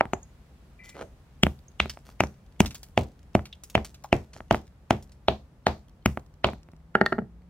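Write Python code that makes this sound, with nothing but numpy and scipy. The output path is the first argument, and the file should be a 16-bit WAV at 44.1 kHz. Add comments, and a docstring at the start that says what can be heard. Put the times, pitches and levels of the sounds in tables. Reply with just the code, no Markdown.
"""A small walled yard, far traffic rumbling. Close by, a hammer chips a corroded metal lump on a slab.
The lump is set down, then struck fourteen times: the crust cracks, the slab booms, the lump hops and
lands, and flakes skitter over the stone. At the end the hammer is dropped and clatters to rest.
Each impact is a force spectrum driving damped modes; the walls add a short echo."""
import sys
import numpy as np
from scipy import signal
from scipy.fft import rfft, irfft, next_fast_len
from scipy.io import wavfile
from scipy.ndimage import map_coordinates

SR = 44100
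rng = np.random.default_rng(int(sys.argv[2]) if len(sys.argv) > 2 else 0)


def to_wav(sig):
    """Store sig (one row per channel, or 1-D mono) as 16-bit WAV at the path in sys.argv[1].

    Samples outside -1..1 are clipped; the rate is SR.
    """
    pcm = np.clip(np.atleast_2d(sig), -1, 1) * 32767
    pcm = np.round(pcm).astype(np.int16)
    wavfile.write(sys.argv[1], SR, pcm.T)  # frames by channels


N = 330573
SIZE = 16384  # samples per event
HZ = np.fft.rfftfreq(SIZE, 1 / SR)
T = np.arange(SIZE) / SR
LEAD_S = 0.012  # event start to impact peak

# traffic spectrum: freq_hz, relative_db
TRAFFIC_SPECTRUM = [(25, -15.5), (62, -2.5), (97, -17), (180, -18.5), (320, -29), (620, -32.5),
                    (3000, -44.5), (16000, -57.5)]
# traffic level: time_s, rumble_db, hiss_db
TRAFFIC_LEVELS = [(0, -50.5, -50), (7.5, -52, -57.5)]
# one engine gathering speed: time_s, pitch_hz, level_db
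ENGINE_RISE = [(5.8, 135.7, -64), (7.5, 179, -56)]
# yard echo spectrum: freq_hz, gain_db
ECHO_SPECTRUM = [(60, 10), (200, -1.5), (1500, -10), (7000, -8)]
# yard echo decay: freq_hz, t60_s
ECHO_DECAY = [(100, 0.23), (3000, 0.18), (12000, 0.47)]
# microphone port colouring: freq_hz, left_over_right_db
PORT_BALANCE = [(200, 1), (370, -4), (750, 2), (1300, -2.5), (2100, 1), (6000, -2), (8700, 2), (12000, 2.5)]

# hammer or lump slides on grit: start_s, end_s, level_db, hardness_db_per_octave
SLIDES = [(0.838, 0.902, -57, 3), (0.942, 1.027, -43, -4.5), (2.053, 2.124, -55, 0.5),
          (4.332, 4.387, -51.5, -1.5)]
# gritty contact: freq_hz, width_hz, gain_db
RASP_MODES = [(560, 450, 8.5), (1286, 500, 3.5), (2930, 640, -5), (4200, 1400, -6), (5500, 1300, -8.5)]
# sliding steel, filter applied twice: freq_hz, width_hz, gain_db
SING_MODES = [(2028, 80, -1), (2320, 120, -5.5)]
# larger flakes land: start_s, level_db, hardness_db_per_octave
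FLAKE_FALLS = [(0.892, -15, 1), (1.896, -3, -1), (2.659, -2.5, -1), (2.7073, -13, -3), (2.7455, -9, 6),
               (2.7522, -12.5, -1.5), (2.831, -11.5, 5), (3.455, -13.5, -2), (3.636, -11, 7),
               (3.699, -15.5, 3.5), (3.8469, -6.5, 1), (3.944, -18.5, -0.5), (4.0388, -15, 4),
               (4.333, -19, -2), (5.025, -21.5, 5.5), (5.119, -25.5, 3)]
# tick of a flake: freq_hz, gain_db
TICK_SPECTRUM = [(2500, -1), (6000, -0.5), (12000, -13)]
# bare metal or a hard chip touches stone: start_s, pitch_hz, width_hz, level_db
CHINK_HITS = [(0.133, 6720, 701, 4.5), (0.229, 6700, 600, -9), (1.682, 6500, 503, -9),
              (2.236, 6100, 700, 0), (3.527, 3310, 1100, -2), (4.043, 878, 360, 9.5)]

# dropped hammer hits: start_s, level_db, hardness_db_per_octave, head_ring_db
DROP_HITS = [(6.9531, 30.5, 2.5, -11.5), (7.0135, 30.5, 1, -0.5), (7.0626, 16.5, 4.5, 14),
             (7.124, 20, -0.5, -2), (7.1271, 20.5, 1.5, 2), (7.183, 9.5, -4.5, 6), (7.1876, 17, -3, -2.5),
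             (7.22, -4, -10.5, 10.5)]
# force of the dropped hammer: freq_hz, gain_db
DROP_SPECTRUM = [(200, -1.5), (800, 0.5), (2500, -19), (5000, -44)]
# loose hammer: freq_hz, width_hz, gain_db
HAMMER_MODES = [(220, 50, 4), (393, 108, 0.5), (633, 136, -5.5), (826, 118, -5), (1406, 114, 5.5),
                (1640, 145, 4.5), (2860, 320, -3.5)]
# steel head on the slab: freq_hz, width_hz, gain_db
HEAD_MODES = [(1835, 67, 8.5), (3560, 480, -8.5), (4330, 290, 6)]

# lump lands: start_s, level_db, squareness_db
LUMP_LANDINGS = [(0.0094, 31, -16.5), (0.055, 4.5, 7.5), (0.1344, 24, -4), (1.02, -1, 11), (1.4674, 20, 4),
                 (1.858, 6.5, 6), (1.973, -1, -9.5), (2.091, -7, 6), (2.237, 19, -1), (2.65, 6, -2),
                 (3.3933, 5.5, -0.5), (3.7785, 16.5, -1.5), (4.365, -2.5, 3.5), (4.4054, 3.5, 0),
                 (4.5459, 21, -4), (6.174, 14, 0), (6.488, 12.5, -8.5), (6.534, -0.5, 11.5),
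                 (6.688, -11, 8.5), (6.735, -15, 14.5)]
# force of the lump's own weight: freq_hz, gain_db
LANDING_SPECTRUM = [(200, -1.5), (800, -2), (3000, -23), (6000, -42)]
# crusted lump on its slab: freq_hz, width_hz, gain_db
LUMP_MODES = [(113, 40, -1), (224, 103, 2.5), (370, 45, -2), (644, 210, -1), (869, 210, -5.5),
              (7000, 5900, -2.5)]
# low modes of slab and yard: freq_hz, level_db, t60_s
BOOM_MODES = [(73.2, -18, 0.23), (132.7, -25.5, 0.22), (211.5, -24, 0.22)]
# a square contact drives the slab and powders the crust: freq_hz, gain_db_per_db
SQUARENESS_CURVE = [(170, 1), (680, 0), (4800, 0.14), (10000, 1.15)]
# brittle crust trades knock for crack: freq_hz, gain_db_per_db
BRITTLENESS_CURVE = [(170, 0.089), (680, -0.17), (1400, 0.79), (3200, 1)]
# force of the swung hammer: freq_hz, gain_db
BLOW_SPECTRUM = [(680, 0), (1400, -8.5), (2000, -7), (4200, -14), (5800, -15), (10000, -27)]
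# blows: start_s, level_db, squareness_db, brittleness_db, grit_db, edge_hz, hollow_db, crack_hz, crack_db
HAMMER_BLOWS = [(1.4343, 25, 8, 0.5, -60, 3750, -4, 3070, 8.5),
                (1.8018, 18, -4, 5.5, -43, 4415, -2, 2700, 9.5),
                (2.2057, 25, 1, 3, -43.5, 3000, -1.5, 2380, 1),
                (2.605, 29, 8, 5.5, -46, 3400, -7, 2650, -8),
                (2.977, 29, -3, -6, -43.5, 3650, -6.5, 2910, 3),
                (3.352, 27.5, 3, -7, -56, 3280, 2, 2560, -1.5),
                (3.7529, 28, -3, -6, -63.5, 3364, -7, 2670, 8.5),
                (4.1283, 30, -1, -6, -47, 3150, -10.5, 2490, 4.5),
                (4.5107, 30, -8, -1.5, -44.5, 3500, -8, 3010, -5.5),
                (4.908, 29, -2.5, -1.5, -49, 3700, -2, 2610, -4.5),
                (5.2841, 28.5, -7.5, -6, -59, 4600, -3.5, 3190, 5.5),
                (5.6681, 29, -9.5, 0.5, -49, 4800, -2, 3000, -18),
                (6.0599, 23, 8, 3.5, -50, 3150, 3, 2640, 0.5),
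                (6.4446, 27.5, -9, -3, -45.5, 4600, 3, 2950, 3)]


def amp(db):
    """Decibels to gain."""
    return 10 ** (np.asarray(db) / 20)


def unit_rms(x):
    """Scale to rms 1."""
    return x / np.sqrt(np.mean(x ** 2) + 1e-20)


def curve(points, hz=HZ):
    """Interpolate (freq_hz, value) points on a log axis."""
    freqs_hz, values = np.transpose(points)
    return np.interp(np.log(hz + 1), np.log(freqs_hz + 1), values)


def tilted(points, db_per_octave, pivot_hz):
    """Spectrum in dB; a harder contact is brighter."""
    return curve(points) + db_per_octave * np.log2(np.clip(HZ, points[0][0], points[-1][0]) / pivot_hz)


def add(track, start_s, sound):
    """Mix one event into the track."""
    start = round(start_s * SR)
    track[:, max(start, 0):start + SIZE] += sound[..., max(-start, 0):N - start]


def min_phase(gain_db):
    """Minimum-phase response on the HZ grid."""
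    cepstrum = irfft(np.log(amp(gain_db) + 1e-6))
    cepstrum[..., 1:SIZE // 2] *= 2
    cepstrum[..., SIZE // 2 + 1:] = 0
    return np.exp(rfft(cepstrum))


def high_pass(corner_hz):
    """Second-order high-pass: small things radiate no bass."""
    s = 1j * HZ / corner_hz
    return s * s / (s * s + np.sqrt(2) * s + 1)


def resonances(modes, detune=0, scatter_db=1):
    """Damped modes; the place of contact scatters pitch and strength."""
    response = 0
    for hz, width_hz, db in modes:
        higher, louder = rng.standard_normal(2)
        pitch_hz = hz * np.exp(detune * higher)
        damping = 1j * HZ * width_hz
        response += amp(db + scatter_db * louder) * damping / (pitch_hz ** 2 - HZ ** 2 + damping)
    return response


def grains(rate_per_s, spread_db):
    """Random tiny contacts of uneven size, rms 1."""
    sizes = rng.standard_normal(SIZE) * amp(spread_db * rng.standard_normal(SIZE))
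    return unit_rms(sizes * (rng.random(SIZE) < rate_per_s / SR))


def chatter(t60_s):
    """Dying run of tiny contacts, unit energy."""
    noise = rng.standard_normal(SIZE) * amp(-60 * T / t60_s)
    return noise / np.linalg.norm(noise)


def close_pair(spectrum, lag_ms=0.046, ripple_db=3, ripple_step_hz=450):
    """Close sound at two microphones: left usually leads, each has its own treble ripple."""
    knots = rng.standard_normal((2, 200))
    ripple = np.array([map_coordinates(k, [HZ / ripple_step_hz], mode="mirror") for k in knots])
    right_lag_s = lag_ms * (1 + 0.5 * rng.standard_normal()) / 1000
    delay = np.exp(-2j * np.pi * HZ * np.array([[0], [right_lag_s]]))
    ports_db = curve(PORT_BALANCE) * np.array([[0.5], [-0.5]])
    return irfft(spectrum * delay * min_phase(ports_db + ripple_db * ripple * HZ / (HZ + 900)))


def diffuse_noise(points, size, alike_hz=900):
    """Stereo noise from all around: alike in the bass, unrelated in the treble."""
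    hz = np.fft.rfftfreq(size, 1 / SR)
    angle = np.arccos(1 / (1 + (hz / alike_hz) ** 2)) / 2
    spectra = rfft(rng.standard_normal((2, size))) * amp(curve(points, hz))
    mid, side = irfft(spectra * [np.cos(angle), np.sin(angle)], size)
    return np.array([mid + side, mid - side])


def in_yard(sound, echo_db, send=None, hold_s=0.0069, rise_s=0.00077):
    """Add the near walls' echo: a brief hold, then a fast decay."""
    hz, t, frames = signal.stft(diffuse_noise(ECHO_SPECTRUM, SIZE), SR, nperseg=256)
    fade = amp(-60 * np.maximum(t - hold_s, 0) / curve(ECHO_DECAY, hz)[:, None])
    onset = 1 - np.exp(-(T / rise_s) ** 2)
    tail = signal.istft(frames * fade, SR, nperseg=256)[1][:, :SIZE] * onset
    echo = signal.fftconvolve(sound if send is None else send, tail / np.sqrt(hold_s * SR), axes=1)
    return sound + amp(echo_db) * echo[:, :SIZE]


def crunch(crush_s, fracture_gain):
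    """Force spectrum of a push with tiny fractures crowding around it."""
    fractures = rng.standard_normal(SIZE) * np.exp(-np.abs(T - LEAD_S) / crush_s)
    push = np.exp(-2j * np.pi * HZ * LEAD_S)
    force = push + fracture_gain * rfft(fractures / np.linalg.norm(fractures)) * high_pass(2400)
    return force / np.sqrt(np.abs(force) ** 2 + 0.11)  # fractures spread energy in time, add none


def impact(modes, force_db, echo_db, detune, crush_s, fracture_gain, blur=2.2):
    """A force drives a body's modes; the walls hear all sides, so their modes are wider by blur."""
    force = crunch(crush_s, fracture_gain) * min_phase(force_db)
    wide_modes = [(hz, blur * width_hz, db) for hz, width_hz, db in modes]
    all_round = resonances(wide_modes, detune) / np.sqrt(blur)
    direct = close_pair(force * resonances(modes, detune))
    return in_yard(direct, echo_db, send=irfft(force * all_round)[None])


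def lump_modes(hollow_db=-1, crack_hz=2200, crack_db=3):
    """Steady modes plus a hollow and a crack mode set by the place of contact."""
    return LUMP_MODES + [(1344, 420, hollow_db), (crack_hz, 1200, crack_db)]


def crust_force_db(points, square_db, brittle_db=0):
    """Force spectrum on the crust, shaped by squareness and brittleness."""
    return curve(points) + square_db * curve(SQUARENESS_CURVE) + brittle_db * curve(BRITTLENESS_CURVE)


def traffic(split_hz=1500):
    """Distant rumble and faint hiss; one engine rises near the end."""
    t = np.arange(N) / SR
    noise = unit_rms(diffuse_noise(TRAFFIC_SPECTRUM, next_fast_len(N))[:, :N])
    low = signal.sosfiltfilt(signal.butter(2, split_hz, fs=SR, output="sos"), noise)
    time_s, rumble_db, hiss_db = np.transpose(TRAFFIC_LEVELS)
    rumble = low * amp(np.interp(t, time_s, rumble_db))
    hiss = (noise - low) * amp(np.interp(t, time_s, hiss_db))
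    time_s, pitch_hz, level_db = np.transpose(ENGINE_RISE)
    phase = 2 * np.pi * np.cumsum(np.interp(t, time_s, pitch_hz)) / SR
    engine = np.sqrt(2) * np.sin(phase) * amp(np.interp(t, time_s, level_db))
    return rumble + hiss + engine


def scrapes(release_s=0.004):
    """Sliding over sand grains: uneven catches and slips."""
    out = np.zeros((2, N))
    for start_s, end_s, db, hardness in SLIDES:
        gate = np.exp(-np.maximum(T - (end_s - start_s), 0) / release_s)
        slips = grains(rate_per_s=900, spread_db=4) * gate
        colour = min_phase(db + hardness * np.log2(np.maximum(HZ, 500) / 2000))
        rasp = close_pair(rfft(slips) * colour * resonances(RASP_MODES))
        add(out, start_s, in_yard(rasp, echo_db=-5))
    return out


def hammer_lift(start_s=0.79, length_s=0.17, gain_db=-25):
    """The steel head catches and sings faintly as it is dragged off the slab."""
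    out = np.zeros((2, N))
    stroke = np.exp(-T / length_s) * (T < length_s)
    slips = grains(rate_per_s=2000, spread_db=1) * stroke
    ring = resonances(SING_MODES, scatter_db=0) ** 2
    add(out, start_s, amp(gain_db) * close_pair(rfft(slips) * ring))
    return out


def crumbs(count=4, first_s=0.13, last_s=0.58, gain_db=-27, fade_db_per_s=35, t60_s=0.016):
    """Crumbs from each blow patter down at random, late ones fainter."""
    out = np.zeros((2, N))
    colour = min_phase(curve(TICK_SPECTRUM)) * high_pass(600)
    tick_energy = t60_s * SR / np.log(1e6)
    for start_s, *_ in HAMMER_BLOWS:
        age_s = T - rng.uniform(first_s, last_s, (count, 1))
        envelope = ((age_s > 0) * amp(-60 * np.abs(age_s) / t60_s)).sum(0)
        ticks = envelope * rng.standard_normal(SIZE) / np.sqrt(tick_energy)
        add(out, start_s, close_pair(rfft(ticks * amp(gain_db - fade_db_per_s * T)) * colour))
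    return out


def flakes(t60_s=0.06, skitter_db=-26, skitter_t60_s=0.14, knock_db=-3):
    """Brittle flakes knock and tick on the stone, then skitter in tiny hops."""
    out = np.zeros((2, N))
    for start_s, db, hardness in FLAKE_FALLS:
        hops = grains(rate_per_s=260, spread_db=4)
        skitter = hops * amp(skitter_db - 60 * T / skitter_t60_s) * (1 - np.exp(-T / t60_s))
        tick = rfft(unit_rms(chatter(t60_s) + skitter)) / np.sqrt(SIZE)
        colour = min_phase(db + tilted(TICK_SPECTRUM, hardness, pivot_hz=6000)) * high_pass(1520)
        knock = resonances(lump_modes()) * min_phase(db + knock_db + curve(LANDING_SPECTRUM))
        add(out, start_s, in_yard(close_pair(tick * colour + knock), echo_db=-14))
    return out


def chinks():
    """Bare metal or a hard chip chatters on stone with a short, rough ring."""
    out = np.zeros((2, N))
    for start_s, pitch_hz, width_hz, db in CHINK_HITS:
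        ring = resonances([(pitch_hz, width_hz, 0)], scatter_db=-0.5) ** 2
        chink = close_pair(rfft(chatter(t60_s=0.04)) * ring)
        add(out, start_s, amp(db) * in_yard(chink, echo_db=-13.5))
    return out


def lump_landings():
    """The lump is set down, drops back after hops and rolls to rest."""
    out = np.zeros((2, N))
    for start_s, db, square_db in LUMP_LANDINGS:
        force_db = db + crust_force_db(LANDING_SPECTRUM, square_db)
        knock = impact(lump_modes(), force_db, echo_db=-17,
                       detune=0.028, crush_s=0.0018, fracture_gain=0.59)
        add(out, start_s - LEAD_S, knock)
    return out


def hammer_drop():
    """Head and wooden handle hit the slab in turn, dying away."""
    out = np.zeros((2, N))
    for start_s, db, hardness, ring_db in DROP_HITS:
        force_db = db + tilted(DROP_SPECTRUM, hardness, pivot_hz=790)
        head = [(hz, width_hz, gain_db + ring_db) for hz, width_hz, gain_db in HEAD_MODES]
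        clack = impact(HAMMER_MODES + head, force_db, echo_db=-10,
                       detune=0, crush_s=0.0019, fracture_gain=1, blur=1)
        add(out, start_s - LEAD_S, clack)
    return out


def slab_boom(square_db, rise_s=0.032):
    """Low modes swell after a blow, louder for a square one."""
    modes = sum(amp(db - 60 * T / t60_s) * np.sin(2 * np.pi * hz * T) for hz, db, t60_s in BOOM_MODES)
    return modes * (1 - np.exp(-T / rise_s)) * amp(0.075 * square_db)


def grit_spray(grit_db, t60_s=0.27, rise_s=0.0018):
    """Crushed crust flies off as fine ticks."""
    specks = grains(rate_per_s=420, spread_db=6)
    spray = specks * amp(grit_db - 60 * T / t60_s) * (1 - np.exp(-T / rise_s))
    return close_pair(rfft(spray) * min_phase(4 + curve(TICK_SPECTRUM)) * high_pass(1500))


def steel_ring(pitch_hz=13130, level_db=-66, t60_s=0.3):
    """One faint, high mode of the hammer head."""
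    drift_rad = 0.06 * np.cumsum(rng.standard_normal(SIZE))
    return amp(level_db - 60 * T / t60_s) * np.sin(2 * np.pi * pitch_hz * T + drift_rad)


def hammer_blows(edge_drop_db=10):
    """Each blow crushes crust; the brief contact's force drops above edge_hz."""
    out = np.zeros((2, N))
    for start_s, db, square_db, brittle_db, grit_db, edge_hz, *place in HAMMER_BLOWS:
        shelf_db = -edge_drop_db * (1 - 1 / (1 + (HZ / edge_hz) ** 24))
        force_db = db + crust_force_db(BLOW_SPECTRUM, square_db, brittle_db) + shelf_db
        echo_db = -12 - 0.6 * square_db  # echo turned down after blows with a heavy thud
        crack = impact(lump_modes(*place), force_db, echo_db,
                       detune=0.012, crush_s=0.0013, fracture_gain=1.5)
        add(out, start_s - LEAD_S, crack)
        add(out, start_s, slab_boom(square_db) + grit_spray(grit_db) + steel_ring())
    return out


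def scene():
    """Everything heard in the yard."""
    impacts = hammer_blows() + lump_landings() + chinks() + hammer_drop()
    return impacts + flakes() + crumbs() + scrapes() + hammer_lift() + traffic()


def record(dry, low_cut_hz=(44, 52), top_hz=15900):
    """Low cut per channel, soft clip at full scale, steep band limit."""
    thinned = np.array([signal.sosfilt(signal.butter(2, hz, "highpass", fs=SR, output="sos"), channel)
                        for hz, channel in zip(low_cut_hz, dry)])
    clipped = thinned / (1 + np.abs(thinned) ** 6) ** (1 / 6)
    size = next_fast_len(N + SIZE)
    roll_off = 1 / (1 + (np.fft.rfftfreq(size, 1 / SR) / top_hz) ** 80)
    return irfft(rfft(clipped, size) * roll_off, size)[:, :N]


dry = scene()
out = record(dry)
to_wav(out)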